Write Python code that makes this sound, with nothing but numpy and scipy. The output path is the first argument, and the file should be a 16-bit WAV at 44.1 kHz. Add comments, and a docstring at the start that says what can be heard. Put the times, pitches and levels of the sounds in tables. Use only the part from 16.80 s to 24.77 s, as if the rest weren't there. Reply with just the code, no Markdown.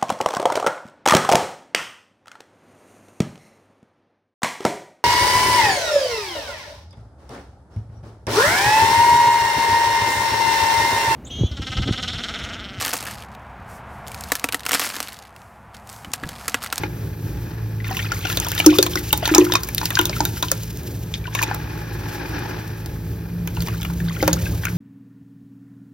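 """Two hands scoop wet sand out of a plastic tub of muddy water and squeeze it, heard close up.
Wet films snap, air pockets pop and gulp, slurry crackles and drips, and the air in the tub rings along.
Lifted sand fizzes as it drains; the hands plunge back in and push through it with a soft rush.
Behind it all: a machine hum, distant engines, a low rumble and a faint hiss."""
import sys
import numpy as np
from scipy import signal
from scipy.fft import rfft, irfft, next_fast_len
from scipy.io import wavfile
from scipy.ndimage import uniform_filter1d

SR = 44100
rng = np.random.default_rng(int(sys.argv[2]) if len(sys.argv) > 2 else 0)


def output_pcm(signal):
    """Save a mono or channel-first signal as 16-bit PCM at the path in sys.argv[1].

    Samples are clipped to [-1, 1] before scaling.
    """
    pcm = np.clip(np.atleast_2d(signal).T, -1, 1) * 32767
    wavfile.write(sys.argv[1], SR, np.round(pcm).astype(np.int16))


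N = 351477
TIME, SHORT = np.arange(N) / SR, np.arange(4096) / SR  # seconds: the whole scene, one small event
LEAD_S = 0.01  # run-up to the click of a burst

# The bright colour of foam and spray. Each row: frequency in Hz, relative level in dB.
FIZZ_SPECTRUM = [(900, -18), (2500, -2), (4000, -1.5), (6500, -1), (10000, -3.5), (13500, -3.5),
                 (16000, -10)]


def squelches(spread=1.7, film_cycles=26, pocket_cycles=22, delay_s=0.00109):
    """Each wet film snaps and rings, throws a fine spray, froths and opens an air pocket with a slap."""
    # Tearing films. Each row: time in seconds, relative snap level in dB, snap pitch in Hz,
    # air pocket pitch in Hz, relative pocket level in dB, relative spray level in dB.
    films = [(0.0336, -18, 2060, 877, -23.5, -50), (1.168, -11, 2730, 1400, -45, -29),
             (1.3182, -15, 5640, 1310, -27.5, -33), (1.4505, -13, 2880, 760, -29, -54),
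             (1.4981, -11.5, 2670, 1360, -26.5, -30), (1.526, -12, 3900, 1500, -38.5, -28),
             (1.5711, -6, 4220, 542, -23, -20), (1.5995, -18, 3240, 895, -40, -18),
             (1.646, -18.5, 5460, 1500, -34, -29), (1.666, -19, 3200, 920, -29, -28),
             (1.6846, -22, 5530, 895, -37, -23), (1.7165, -14, 3850, 1500, -29, -21.5),
             (1.75, -22, 3000, 900, -40, -24), (1.7774, -11, 3680, 1380, -33.5, -39),
             (1.7996, -1.5, 2950, 900, -21, -23), (1.8612, 3.5, 6080, 540, -16.5, -5),
             (1.9849, 0, 3680, 537, -17.5, -14), (2.0264, 1, 4870, 1590, -20, -7),
             (2.064, -12, 3300, 1080, -24, -22.5), (2.155, -9.5, 5600, 1420, -22, -25),
             (2.3278, -1.5, 3380, 904, -15, -5), (2.3752, -39, 6170, 830, -37, -20),
             (2.4539, -4.5, 3690, 1400, -23.5, -28), (2.4757, -11, 3030, 916, -21, -20.5),
             (2.538, -10.5, 2210, 1240, -22, -34), (2.5474, 1.5, 3960, 950, -19, -6),
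             (2.58, -2, 6670, 934, -17, -17), (2.72, -5, 3640, 1750, -20, -44),
             (2.7363, -9, 3060, 990, -23.5, -18.5), (2.7533, -3.5, 5400, 1080, -14, -29),
             (2.833, -16.5, 4840, 1490, -34.5, -24), (2.8871, -17.5, 2370, 1760, -31.5, -25),
             (2.9468, -19, 6000, 482, -59, -16), (2.98, -5.5, 3830, 1440, -45, -21.5),
             (3.013, -20, 5700, 910, -24.5, -36), (3.055, -7.5, 5040, 1950, -33.5, -18),
             (3.104, -12.5, 2540, 1660, -26.5, -22), (3.153, -6.5, 5070, 1510, -41.5, -41),
             (3.1893, -2, 3160, 984, -17.5, -16.5), (3.2123, -16, 2950, 970, -32, -20),
             (3.254, -9, 3970, 950, -37, -14.5), (3.2943, -13, 4770, 593, -26, -43),
             (3.404, -9, 4930, 890, -18, -41), (3.4514, -10, 4050, 1570, -26, -16),
             (3.6254, -5.5, 3450, 1390, -23.5, -23), (3.7153, -14, 5030, 528, -24, -9.5),
             (3.833, -33, 5000, 794, -47, -33), (4.5492, -8.5, 2670, 1000, -30, -23.5),
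             (4.618, -20, 5000, 990, -37, -25), (4.6265, -15, 2470, 880, -32, -19.5),
             (4.633, -16, 4800, 910, -27.5, -21), (4.745, -25, 4000, 1350, -31, -25.5),
             (6.059, -24.5, 4380, 745, -40.5, -33), (6.674, -20, 2320, 1570, -32, -26.5),
             (6.804, -19.5, 4430, 1390, -45, -39), (6.821, -20, 3640, 1000, -42, -30),
             (6.871, -20.5, 4720, 930, -37, -37), (6.883, -20, 2780, 1140, -28.5, -32),
             (7.0165, -18.5, 3630, 1365, -45, -49), (7.0293, -20.5, 3460, 1400, -40.5, -30.5),
             (7.0481, -17, 2360, 1280, -33, -35), (7.426, -16, 4600, 800, -17, -24),
             (7.477, -9, 5700, 528, -14, -16.5), (7.5295, -6.5, 4540, 1470, -28.5, -18.5),
             (7.8519, -11.5, 2280, 1440, -30, -23)]
    out = np.zeros((2, N))
    for s, snap_db, snap_hz, pocket_hz, pocket_db, spray_db in films:
        stretch = undb(0.28 * (pocket_db + 20))  # the more air a film holds, the longer it tears
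        tear = burst(decay_s=0.0022 * stretch, tail_db=-10.5, tail_s=0.01 * stretch)
        snap = band(band(tear, snap_hz / spread, snap_hz * spread), 1800, 17000, order=2)
        slap = band(burst(decay_s=0.003, tail_db=-9, tail_s=0.0058), 347, 1680, order=2)
        spray = band(burst(decay_s=0.0007, tail_db=-18, tail_s=0.004), 7000, 18000, order=2)
        film = bubble(snap_hz, film_cycles / snap_hz, bend=0.012)
        pocket = bubble(pocket_hz, min(pocket_cycles / pocket_hz, 0.028), bend=0.068, rise=1)
        sound = at_level(snap, 1.012 * snap_db - 17)
        sound += at_level(spray, spray_db - 0.5) + at_level(slap, pocket_db - 3)
        add(sound, LEAD_S, at_level(film, snap_db - 12))
        add(sound, LEAD_S, at_level(froth(snap_hz, within_s=0.0027 * stretch), snap_db - 15))
        add(sound, LEAD_S, at_level(pocket, pocket_db - 2))
        add(out, s + delay_s - LEAD_S, wall_echoes(sound))
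    return out


def burst(decay_s, tail_db, tail_s, rise_s=0.00015, creak_s=0.0011, click_db=1):
    """A film creaks as it stretches, gives way with a sharp click at LEAD_S, then spatters in clumps."""
    crack, spatter, clumps = rng.standard_normal((3, len(SHORT)))
    crack[int(LEAD_S * SR)] = undb(click_db) * np.sqrt(decay_s * SR / 2)
    spatter *= np.exp(0.8 * np.repeat(clumps[::32], 32))
    before, after = np.maximum(LEAD_S - SHORT, 0), np.maximum(SHORT - LEAD_S, 0)
    crack *= np.exp(-before / rise_s - after / decay_s)
    spatter *= np.exp(-before / creak_s - after / tail_s)
    return crack + undb(tail_db) * spatter


def bubble(hz, t60, bend, rise=0.27):
    """An air pocket swells over `rise` cycles and rings down; its pitch slides onto hz as it reshapes."""
    t = np.arange(int(min(t60, 0.4) * SR) + 8) / SR
    envelope = (1 - np.exp(-(t * hz / rise) ** 2)) * np.exp(-np.log(1000) * t / t60)
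    pitch = hz * (1 + bend * np.exp(-t / (0.088 * t60)))
    return envelope / envelope.max() * np.sin(2 * np.pi * np.cumsum(pitch) / SR)


def froth(hz, within_s, octaves=0.567, cycles=36, count=3):
    """A torn film leaves a few tiny bubbles that ring around its pitch, one just after another."""
    out = np.zeros(N // 40)
    for when, pitch, size in rng.random((count, 3)):
        ring_hz = min(hz * 2 ** (octaves * (2 * pitch - 1)), SR / 4)
        ring = bubble(ring_hz, min(cycles / ring_hz, 0.05), bend=0.059, rise=1)
        add(out, when * min(within_s, 0.02), size * ring)
    return out[:len(SHORT) // 2]


def gulps(side_ratio=1.243):
    """Deep cavities open under the lump or a falling clump, each with a smaller pocket beside it."""
    # Each row: time in seconds, pitch in Hz, relative level in dB, ring time (t60) in seconds.
    cavities = [(0.035, 346, -23.5, 0.021), (1.109, 765, -17.5, 0.096), (1.8627, 328.3, -2.5, 0.077),
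                (1.9863, 396, -2, 0.062), (2.16, 333, -21, 0.031), (2.5126, 334, -12.5, 0.093),
                (2.557, 308, -13, 0.01), (2.5823, 349.4, -0.5, 0.062), (2.613, 370, -11.5, 0.11),
                (2.755, 330, -25, 0.028), (3.192, 346, -18.5, 0.096), (3.407, 353, -25, 0.03),
                (3.717, 548, -18.5, 0.04), (4.632, 895, -17.5, 0.066), (4.712, 814, -12.5, 0.037),
                (7.4268, 520, -8, 0.045), (7.478, 420, -19, 0.031)]
    out = np.zeros((2, N))
    for s, hz, db, t60 in cavities:
        add(out, s, undb(db - 3.5) * bubble(hz, t60, bend=0.0075, rise=0.7))
        add(out, s + 2 / hz, undb(db - 11) * bubble(side_ratio * hz, t60 / 2, bend=0.092, rise=0.4))
    return out * undb(walk(130))


def drips(smack_db=-11, max_bend=0.28):
    """Drips and surface bubbles open with a small wet smack and a falling plip."""
    # The loud plips. Each row: time in seconds, pitch in Hz, level in dB.
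    plips = [(0.036, 2360, -25), (1.002, 1980, -30), (1.044, 2000, -25), (1.067, 1740, -28.5),
             (1.11, 1900, -30), (1.147, 1900, -27), (1.192, 1860, -19), (1.262, 2510, -29),
             (1.318, 1460, -16.5), (1.453, 1520, -23), (1.47, 2830, -19.5), (1.906, 3050, -18),
             (2.173, 2010, -18.5), (2.306, 2710, -24.5), (2.426, 633, -18), (2.491, 1430, -14.5),
             (2.559, 860, -13), (2.134, 3000, -24), (2.666, 1390, -23.5), (2.698, 1010, -24),
             (2.752, 2380, -11), (3.03, 925, -21), (3.171, 1520, -11.5), (3.192, 1420, -12.5),
             (3.33, 2080, -21.5), (3.365, 1360, -26), (3.404, 880, -17), (3.569, 1500, -27.5),
             (3.629, 1000, -16.5), (3.684, 3200, -20.5), (3.715, 1360, -21), (4.34, 3220, -16.5),
             (4.441, 2280, -34), (4.454, 1520, -28.5), (4.47, 2730, -27.5), (4.477, 975, -27.5),
             (4.552, 1000, -18), (4.59, 1790, -13), (4.613, 980, -19.5), (4.627, 2370, -13.5),
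             (4.712, 1490, -20.5), (6.768, 2600, -27), (6.771, 935, -26), (7.1, 960, -29),
             (7.202, 1650, -28), (7.284, 1580, -29), (7.479, 877, -14.5), (7.657, 2540, -27.5),
             (7.665, 1610, -28), (7.835, 1630, -22), (7.869, 1530, -19)]
    out = np.zeros((2, N))
    for s, hz, db in plips:
        stiff, slack = rng.random(2)
        t60 = 0.02 * (1000 / hz) ** 0.034 / (1 + stiff)  # small size and stiff mud shorten the ring
        smack = band(burst(decay_s=0.0027, tail_db=-11.5, tail_s=0.018), 0.66 * hz, 1.73 * hz, order=2)
        sound = at_level(smack, db + smack_db)
        add(sound, LEAD_S, undb(db) * bubble(hz, t60, bend=max_bend * slack, rise=3))
        add(out, s - LEAD_S, wall_echoes(sound))
    return out


def splash(start_s=4.525, end_s=4.642, db=-39.5, patchy_db=4):
    """Water sheets off the plunging hands in uneven spurts and closes over them."""
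    spray = unit(band(noise(FIZZ_SPECTRUM), 1200, 15000))
    spurts = undb(db + patchy_db * walk(160)) * gesture(start_s, end_s, release_s=0.0051)
    return wall_echoes(spray * spurts)[:, :N]


def slurry(work, foam, count=720, pitch_hz=3000, octaves=0.713, ticks_db=-5):
    """At one spot, tiny bubbles ring while the hands work and grains tick as long as the sand foams."""
    pips, impacts = np.zeros(N), np.zeros(N)
    for when, softness, length, tick_when, tick_softness in rng.random((count, 5)):
        hz = np.clip(pitch_hz * 2 ** (octaves * rng.standard_normal()), 700, 12000)
        ring = bubble(hz, 24 * (0.4 + length) / hz, bend=rng.normal(0, 0.08), rise=3)
        add(pips, when * N / SR, ring / np.sqrt(softness + 0.06))
        impacts[int(tick_when * N)] += (tick_softness + 0.01) ** -0.75  # many faint, a few loud
    grain = burst(decay_s=0.0012, tail_db=-8, tail_s=0.0012)
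    ticks = band(signal.oaconvolve(impacts, grain)[:N], 7000, 20000)
    return wall_echoes(work * unit(pips) + foam * undb(ticks_db) * unit(ticks))[:, :N]


def stroking(layer, release_s):
    """Gain of the "crackle" or the "fizz" as the hands scoop, lift, squeeze, wipe and plunge."""
    # Hand strokes. Each row: start and end in seconds, relative crackle and fizz levels in dB.
    strokes = [(1.033, 1.284, -34, -37.5), (1.38, 1.733, -32, -33), (1.716, 1.9, -31, -38),
               (2.393, 2.58, -31.5, -36), (2.977, 3.28, -37, -37), (3.345, 3.79, -60, -43),
               (4.518, 4.576, -31.5, -62), (6.65, 7.06, -43, -42.5), (7.219, 7.518, -36.5, -40),
               (7.804, 7.885, -42.5, -43)]
    column = ("crackle", "fizz").index(layer)
    gains = [undb(db[column]) * gesture(start, end, release_s) for start, end, *db in strokes]
    return np.sqrt(sum(gain ** 2 for gain in gains))


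def foaming():
    """Gain of the foam: it lingers after each stroke, and sand held in the air keeps draining."""
    # Lumps held up to drain. Each row: lifted and lowered in seconds, relative fizz level in dB.
    lifts = [(1.4, 3.97, -42), (6.798, 7.97, -51)]
    drain = sum(undb(db) * gesture(start, end, release_s=0.23) for start, end, db in lifts)
    return np.hypot(stroking("fizz", release_s=0.54), drain)


def pushing():
    """Gain of the buried hands pushing through the sand: each push swells and ebbs."""
    # Each row: peak time in seconds, swell and ebb time constants in seconds, relative level in dB.
    pushes = [(0.03, 0.23, 0.054, -35), (.68, 0.44, 0.25, -40), (4.68, 0.028, 0.4, -33.5),
              (5.36, 0.25, 0.35, -30.5), (5.66, 0.39, 0.26, -31)]
    gains = [undb(db - 0) * np.exp(-np.maximum((s - TIME) / swell, (TIME - s) / ebb))
             for s, swell, ebb, db in pushes]
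    return np.sqrt(sum(gain ** 2 for gain in gains))


def rush(push, slosh_db=-7.5, lapping_db=-46.5, grain_db=2, wide_db=-3):
    """Pushes, settling slosh and quiet lapping make a gritty rush that sets the filled tub singing."""
    # The colour of stirred sand and water. Each row: frequency in Hz, relative level in dB.
    spectrum = [(150, -48), (250, -9), (289, 5), (353, 5), (403, -2), (455, -10), (506, -4.5), (690, -14),
                (1050, -10.5), (1350, -8), (2250, -14), (2810, -18), (6000, -19), (7800, -53.5),
                (13000, -46.5), (16000, -44)]
    # Resonances of the water-filled tub. Each row: centre in Hz, width in Hz, gain in dB.
    resonances = [(841, 73, 11.5), (1673, 170, 4), (2460, 160, 4.5)]
    slosh = undb(slosh_db) * stroking("crackle", release_s=0.4)
    water = np.sqrt(push ** 2 + slosh ** 2 + undb(lapping_db) ** 2)
    effort = water * undb(-4.5 + walk(11) + grain_db * walk(170))
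    flow = effort * (noise(spectrum) + undb(wide_db) * np.array([noise(spectrum), noise(spectrum)]))
    hollow = sum(undb(db) * signal.lfilter(*signal.iirpeak(hz, hz / width, fs=SR), flow)
                 for hz, width, db in resonances)
    return flow + hollow


def fizz(foam, push, grit_db=-12, flicker_db=4.4):
    """Foam and pushed grit give a fine, flickering sizzle."""
    gain = np.hypot(foam, undb(grit_db) * push)
    return gain * undb(-2 + flicker_db * walk(70)) * noise(FIZZ_SPECTRUM)


def wall_echoes(sound, blur_db=-4, blur_t60=0.073, bounce_db=-10, bounce_s=0.003, count=3):
    """Each spot has its own first bounces off the muddy walls and a short blur, different in each ear."""
    t = SHORT[:len(SHORT) // 2]
    blur = band(rng.standard_normal((2, len(t))), 420, 2560)
    blur *= np.exp(-np.log(1000) * t / blur_t60) * (t > 0.0008)
    bounces = np.zeros_like(blur)
    for side, lags in enumerate(rng.uniform(0.2, 1, (2, count))):
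        bounces[side, (lags * bounce_s * SR).astype(int)] = 1
    response = undb(blur_db) * blur / np.sqrt(blur_t60 * SR / np.log(1e6))
    response += undb(bounce_db) * band(bounces, 560, 3700)
    response[:, 0] = 1  # the direct sound
    return signal.oaconvolve(sound[None], response, axes=1)


def tub(x, yard_db=-21, yard_t60=0.52):
    """The air in the tub rings along with the direct sound, and the yard adds a faint tail."""
    # Air modes. Each row: pitch in Hz, ring time (t60) in seconds, gain in dB.
    modes = [(305.2, 0.25, 21), (355, 0.5, 12.5), (531, 0.53, -0.5), (844, 0.2, -4.5), (993.5, 0.12, -1.5),
             (1401, 0.072, -0.5), (2495, 0.044, 1), (3660, 0.12, 4), (5480, 0.02, -7), (6370, 0.0026, 2.5)]
    t = np.arange(SR // 2) / SR
    tail = band(rng.standard_normal((2, len(t))), 230, 1250) * np.exp(-np.log(1000) * t / yard_t60)
    response = undb(yard_db) * tail / np.sqrt(np.sum(tail[0] ** 2))
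    for hz, t60, db in modes:
        decay = np.log(1000) / t60
        response += undb(db) * 2 * decay / SR * np.exp(-decay * t) * np.cos(2 * np.pi * hz * t)
    return x + signal.fftconvolve(x, response, axes=1)[:, :N]


def ambience(hiss_db=-55.5):
    """The surroundings: a thin, high hiss over a low, wavering rumble."""
    # The colour of the rumble. Each row: frequency in Hz, relative level in dB.
    spectrum = [(20, -29), (42, -18), (52, -3), (75, -1), (110, 0), (150, -3), (200, -9.5), (250, -16),
                (330, -12), (480, -21), (700, -29), (1500, -40)]
    # Its slow rise and fall. Each row: time in seconds, level in dB.
    levels = [(0, -27.5), (.4, -32), (2, -32), (4, -32), (6.3, -31), (7.3, -29), (7.97, -26.5)]
    hiss = undb(hiss_db + walk(56)) * unit(band(rng.standard_normal(N), 11300, 13200))
    rumble = undb(curves(levels)[0] + 2.4 * walk(9.9)) * noise(spectrum)
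    return hiss + rumble


def engines(flutter_db=3.5):
    """One distant engine winds down and dies away; later another draws nearer, fluttering."""
    # The two engines' runs. Each row: time in seconds, firing rate in Hz, level in dB.
    fading_run = [(0, 120.1, -59), (.7, 114, -31.5), (1.3, 101.2, -32.5), (1.8, 89.7, -34.5),
                  (2.2, 75, -35.5), (3, 68.4, -55)]
    nearing_run = [(5.9, 33.1, -71), (6.5, 34.57, -30), (6.9, 34, -34), (7.25, 34.28, -24.5),
                   (7.42, 33.94, -32.5), (7.55, 34.65, -25.5), (7.75, 34.67, -40.5), (7.97, 35.3, -28.5)]
    # Harmonics of the nearing engine. Each row: multiple of the firing rate, gain in dB.
    harmonics = [(2, -10), (4, -13), (5, 1)]
    hz, db = curves(nearing_run)
    flutter = undb(flutter_db * walk(14))
    nearing = flutter * sum(motor_tone(k * hz, db + gain_db) for k, gain_db in harmonics)
    return nearing + motor_tone(*curves(fading_run))


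def machine_hum():
    """A machine drones steadily on a few low partials."""
    # Each row: pitch in Hz, level in dB.
    partials = [(54.4, -39.5), (109, -33.5), (163.5, -39.5), (217, -49.5), (272, -54), (432, -50)]
    return sum(motor_tone(hz, db) for hz, db in partials)


def motor_tone(hz, db, waver=0.00624):
    """One partial of a motor, drifting slightly in level and pitch."""
    gain = np.sqrt(2) * undb(db + 0.92 * walk(6))
    pitch = hz * (1 + waver * walk(7))
    return gain * np.sin(2 * np.pi * np.cumsum(pitch) / SR)


def stereo_image(x, left_lag_s=5.7e-5):
    """Two microphone ports hear the scene; the left one is a little further from the hands."""
    # Phase on top of the plain lag. Each row: frequency in Hz, lead of the left side in radians.
    left_lead = [(20, 0), (300, .25), (800, 1), (1300, 1.7), (1800, .5), (2600, -.2), (4200, .6), (5500, 1),
                 (7200, .2), (9000, .1), (11000, -.6), (13000, -1.2), (15800, -.7)]
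    # Balance. Each row: frequency in Hz, left minus right in dB.
    balance = [(300, -.4), (700, 0), (1350, 5), (2400, 1.2), (5000, .3), (9000, 0)]
    size = next_fast_len(N + 2048)
    hz = np.fft.rfftfreq(size, 1 / SR)
    tilt = undb(across(balance, hz) / 2)
    phase = across(left_lead, hz) - 2 * np.pi * hz * left_lag_s
    return irfft(rfft(x, size) * np.array([tilt * np.exp(1j * phase), 1 / tilt]), size)[:, :N]


def gesture(start, end, release_s, attack_share=0.24):
    """Gain that rises as the fingers close, holds to the end and dies away."""
    attack = np.clip((TIME - start) / (attack_share * (end - start)), 0, 1)
    return attack * np.exp(-np.maximum(TIME - end, 0) / release_s)


def undb(db):
    """Decibels to gain."""
    return 10 ** (np.asarray(db) / 20)


def unit(x):
    """Scale to rms 1."""
    return x / np.sqrt(np.mean(x ** 2))


def at_level(x, db):
    """Set the rms of the loudest 4 ms."""
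    return x * undb(db) / np.sqrt(uniform_filter1d(x ** 2, size=176).max())


def curves(rows):
    """Each column of a timed table, sample by sample."""
    s, *columns = np.transpose(rows)
    return [np.interp(TIME, s, c) for c in columns]


def across(points, hz):
    """Read (Hz, value) points on a log-frequency axis."""
    f, value = np.transpose(points)
    return np.interp(np.log(hz + 1), np.log(f), value)


def noise(spectrum):
    """Noise of rms 1, coloured by (Hz, dB) points."""
    size = next_fast_len(N)
    gain = undb(across(spectrum, np.fft.rfftfreq(size, 1 / SR)))
    return unit(irfft(rfft(rng.standard_normal(size)) * gain, size)[:N])


def band(x, low_hz, high_hz, order=1):
    """Causal band-pass."""
    return signal.sosfilt(signal.butter(order, [low_hz, high_hz], "band", fs=SR, output="sos"), x)


def walk(rate_hz):
    """Smooth random drift of rms 1."""
    hold = int(SR / rate_hz)
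    steps = np.repeat(rng.standard_normal(N // hold + 2), hold)
    return unit(uniform_filter1d(steps, hold)[:N])


def add(track, s, sound):
    """Mix a sound in at s seconds."""
    i = int(np.clip(s * SR, 0, N - 1))
    track[..., i:i + sound.shape[-1]] += sound[..., :N - i]


def scene(spots=4, crackle_db=-11, sticking_db=3):
    """The hands' work rings in the tub, over rush, fizz and the distant background."""
    work = stroking("crackle", release_s=0.11) * undb(sticking_db * walk(35))  # mud gives way in fits
    foam, push = foaming(), pushing()
    crackle = undb(crackle_db) * sum(slurry(work, foam) for _ in range(spots))
    hands = tub(squelches() + gulps() + drips() + splash() + crackle)
    wash = rush(push) + fizz(foam, push)
    background = ambience() + engines() + machine_hum()
    return stereo_image(hands + wash + background)


def record(dry, top_hz=15900):
    """Peaks clip at full scale; a steep low-pass cuts the very top."""
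    lowpass = signal.ellip(8, 0.2, 60, top_hz, fs=SR, output="sos")
    return signal.sosfilt(lowpass, np.clip(dry, -1, 1))


dry = scene()
out = record(dry)
output_pcm(out)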